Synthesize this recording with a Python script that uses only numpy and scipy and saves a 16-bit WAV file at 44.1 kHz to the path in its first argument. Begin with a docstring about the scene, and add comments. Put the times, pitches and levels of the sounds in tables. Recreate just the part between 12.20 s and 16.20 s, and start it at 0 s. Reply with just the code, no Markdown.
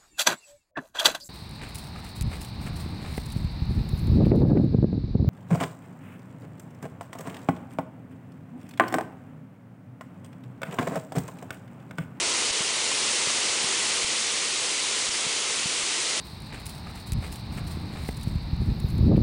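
"""Outdoors, on stony ground: a vigorous reaction fizzes under an upturned foil tray.
Countless tiny bubbles merge into a bright hiss; vapour rushes out under the rim with a hollow tone.
Now and then foam spits against the foil, or a pocket of gas escapes with a soft low puff.
A few dull bumps sound, each followed by a brief dip in level."""
import sys
import numpy as np
from scipy import signal
from scipy.fft import rfft, irfft
from scipy.io import wavfile

SR = 44100
rng = np.random.default_rng(int(sys.argv[2]) if len(sys.argv) > 2 else 0)


def dump(signal):
    """Clip the signal to [-1, 1] and save it as 16-bit WAV at the path in sys.argv[1]."""
    limited = np.clip(np.atleast_2d(signal).T, -1, 1)
    pcm = np.round(limited * 32767).astype(np.int16)
    wavfile.write(sys.argv[1], SR, pcm)


N = 176400
T = np.arange(N) / SR
HZ = np.maximum(np.fft.rfftfreq(N, 1 / SR), 1)

# dull bumps: centre_s, level_db, dip_scale_db
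DULL_BUMPS = [(0.3107, -37, 8.5), (1.847, -35.5, 5.5), (2.893, -38, 7), (3.635, -41, 3)]
# gas puffs: centre_s, level_db, pitch_hz
GAS_PUFFS = [(.409, -31, 170), (1.0745, -33, 162), (1.445, -32.5, 190), (3.068, -32.5, 167),
             (3.46, -27, 158)]
# vapour flow under the rim: time_s, gain_db
VAPOUR_FLOW = [(0, 2.5), (.18, 2), (.33, 0), (.6, 0.5), (.75, 0.4), (1.1, 1.5), (1.3, 1), (1.5, 1),
               (1.75, 0.7), (1.95, -1), (2.5, -1.6), (2.95, -1.3), (3.3, -0.9), (3.75, -1.5), (4, -0.3)]
# vapour spectrum: freq_hz, relative_db
VAPOUR_SPECTRUM = [(20, -31), (45, -26.5), (62, -9.5), (80, -8), (160, -4.5), (300, 0), (560, .5), (660, 0),
                   (1300, 0), (2200, -13.5)]
# resonances of the hollow under the tray: pitch_hz, width_hz, level_db
HOLLOW_MODES = [(226.7, 10, -60), (370, 114, -49), (467, 177, -47), (992, 296, -48)]
# foam spits: start_s, level_db
FOAM_SPITS = [(.314, -26), (0.7165, -10), (1.1016, -12), (3.6363, -25)]
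# reaction vigour: time_s, gain_db
REACTION_VIGOUR = [(0, 0.3), (.27, .5), (.48, -0.5), (.66, -0.6), (.78, 0.5), (1.02, 1.1), (1.35, 0.1),
                   (1.75, 0.6), (1.9, -0.15), (2.3, -1), (2.65, -0.5), (3.0, -1), (3.4, -1.3), (3.7, -0.9),
                   (4, -1.2)]
# fizz spectrum: freq_hz, relative_db
FIZZ_SPECTRUM = [(100, -59), (700, -20), (1250, -8.5), (1650, -8), (1820, -5), (2020, -1.3), (2500, -1.5),
                 (3100, 0), (3650, -1.3), (4150, -0.65), (5200, -2), (6400, -1.5), (8200, -3.5),
                 (10000, -6.5)]

CUTOFF_HZ, CUTOFF_SLOPE_HZ = 10080, 200
FLICKER_HZ = 16
JITTER_DB, JITTER_HZ = -0.03, 6.4   # shared gain jitter, too small to hear
FIZZ_DIP_SHARE = 0.7


def from_db(db):
    """Decibels to gain."""
    return 10 ** (np.asarray(db) / 20)


def unit_rms(x):
    """Scale to rms 1."""
    return x / np.sqrt(np.mean(x ** 2) + 1e-20)


def drift(corner_hz):
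    """Slow random wander, rms 1."""
    spectrum = rfft(rng.standard_normal(N)) / (1 + (HZ / corner_hz) ** 2)
    return unit_rms(irfft(spectrum * (HZ > 1), N))


def flickering_noise(points, flicker_db, bands=14):
    """Coloured noise, each band wavering independently; rms 1."""
    hz, db = np.transpose(points)
    colour = from_db(np.interp(np.log(HZ), np.log(hz), db)) * (HZ < CUTOFF_HZ + CUTOFF_SLOPE_HZ)
    spectrum = rfft(rng.standard_normal(N)) * colour
    band = (np.sqrt(HZ / CUTOFF_HZ) * bands).astype(int)
    out = np.zeros(N)
    for k in range(bands + 1):
        out += irfft(spectrum * (band == k), N) * from_db(flicker_db * drift(FLICKER_HZ))
    return unit_rms(out)


def resonate(x, hz, width_hz):
    """Two-pole resonator, unity peak gain."""
    r = np.exp(-np.pi * width_hz / SR)
    feedforward = np.array([1, 0, -1]) * (1 - r * r) / 2
    feedback = [1, -2 * r * np.cos(2 * np.pi * hz / SR), r * r]
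    return signal.lfilter(feedforward, feedback, x + 1e-18)


def bumps(half_width_s=0.0018):
    """One short push of pressure per bump."""
    return sum(from_db(db) * np.exp(-((T - centre_s) / half_width_s) ** 2)
               for centre_s, db, _ in DULL_BUMPS)


def dips_db(onset_s=0.006, recovery_s=0.028):
    """Brief level dip after each bump."""
    out = np.zeros(N)
    for centre_s, _, scale_db in DULL_BUMPS:
        age_s = np.maximum(T - centre_s, 0)
        shape = 2 * age_s * onset_s / (onset_s ** 2 + age_s ** 2)
        out -= scale_db * shape * np.exp(-age_s / recovery_s)
    return out


def puffs(sigma_s=0.0026):
    """Escaping gas pockets: soft thumps of about one cycle."""
    out = np.zeros(N)
    for centre_s, db, hz in GAS_PUFFS:
        offset_s = T - centre_s
        envelope = np.exp(-(offset_s / sigma_s) ** 2 / 2)
        out += from_db(db) * envelope * np.sin(2 * np.pi * hz * offset_s)
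    return out


def vapour(rush_db=-39, flicker_db=0.1):
    """Turbulent vapour rushes out and excites the hollow under the tray."""
    out = from_db(rush_db) * flickering_noise(VAPOUR_SPECTRUM, flicker_db)
    for hz, width_hz, db in HOLLOW_MODES:
        band = resonate(rng.standard_normal(N), hz, width_hz)
        tone = unit_rms(resonate(band, hz, width_hz))
        out += tone * from_db(db + flicker_db * drift(FLICKER_HZ))
    return out


def spits(crack_decay_s=0.0003, ring_hz=1046, ring_decay_s=0.0053, ring_db=-14.5, highpass_hz=500):
    """Foam hits the foil: a dry crack and a short ring."""
    out = np.zeros(N)
    for start_s, db in FOAM_SPITS:
        age_s = np.maximum(T - start_s, 0)
        crack = rng.standard_normal(N) * (T >= start_s) * np.exp(-age_s / crack_decay_s)
        ring = np.sin(2 * np.pi * ring_hz * age_s) * np.exp(-age_s / ring_decay_s)
        out += from_db(db) * (crack + from_db(ring_db) * ring)
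    highpass = signal.butter(2, highpass_hz, "high", fs=SR, output="sos")
    return signal.sosfilt(highpass, out + 1e-18)


def crackle(level_db=-40, bursts_per_s=5400, spread_db=3, ring_cycles=1.7, pitches=16):
    """Larger bubbles burst at random, each ringing briefly."""
    sizes = from_db(spread_db * np.minimum(rng.exponential(1, N), 5))
    signs = rng.choice([-1, 1], N)
    bursts = sizes * signs * (rng.random(N) < bursts_per_s / SR)
    pitch_index = rng.integers(0, pitches, N)
    out = np.zeros(N)
    for k, hz in enumerate(np.geomspace(2200, 9000, pitches)):
        out += resonate(bursts * (pitch_index == k), hz, 2 * hz / ring_cycles) / np.sqrt(hz)
    return from_db(level_db) * unit_rms(out)


def fizz(level_db=-26.5, flicker_db=0.51):
    """Countless tiny bubbles merge into a smooth bright hiss."""
    return from_db(level_db) * flickering_noise(FIZZ_SPECTRUM, flicker_db)


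def scene():
    """Steady fizz and vapour, each gently rising and falling; puffs, spits and bumps on top."""
    vigour_db = np.interp(T, *np.transpose(REACTION_VIGOUR))
    venting_db = np.interp(T, *np.transpose(VAPOUR_FLOW))
    dip_db = dips_db()
    bubbles = from_db(vigour_db + FIZZ_DIP_SHARE * dip_db) * (fizz() + crackle())
    venting = from_db(venting_db + dip_db) * vapour()
    jitter = from_db(JITTER_DB * drift(JITTER_HZ))
    return ((bubbles + venting) * jitter + puffs() + spits() + bumps())[None]


def record(dry):
    """Steep low-pass."""
    gain = np.clip((CUTOFF_HZ - HZ) / CUTOFF_SLOPE_HZ + 0.5, 0, 1)
    return irfft(rfft(dry) * gain, N)


dry = scene()
out = record(dry)
dump(out)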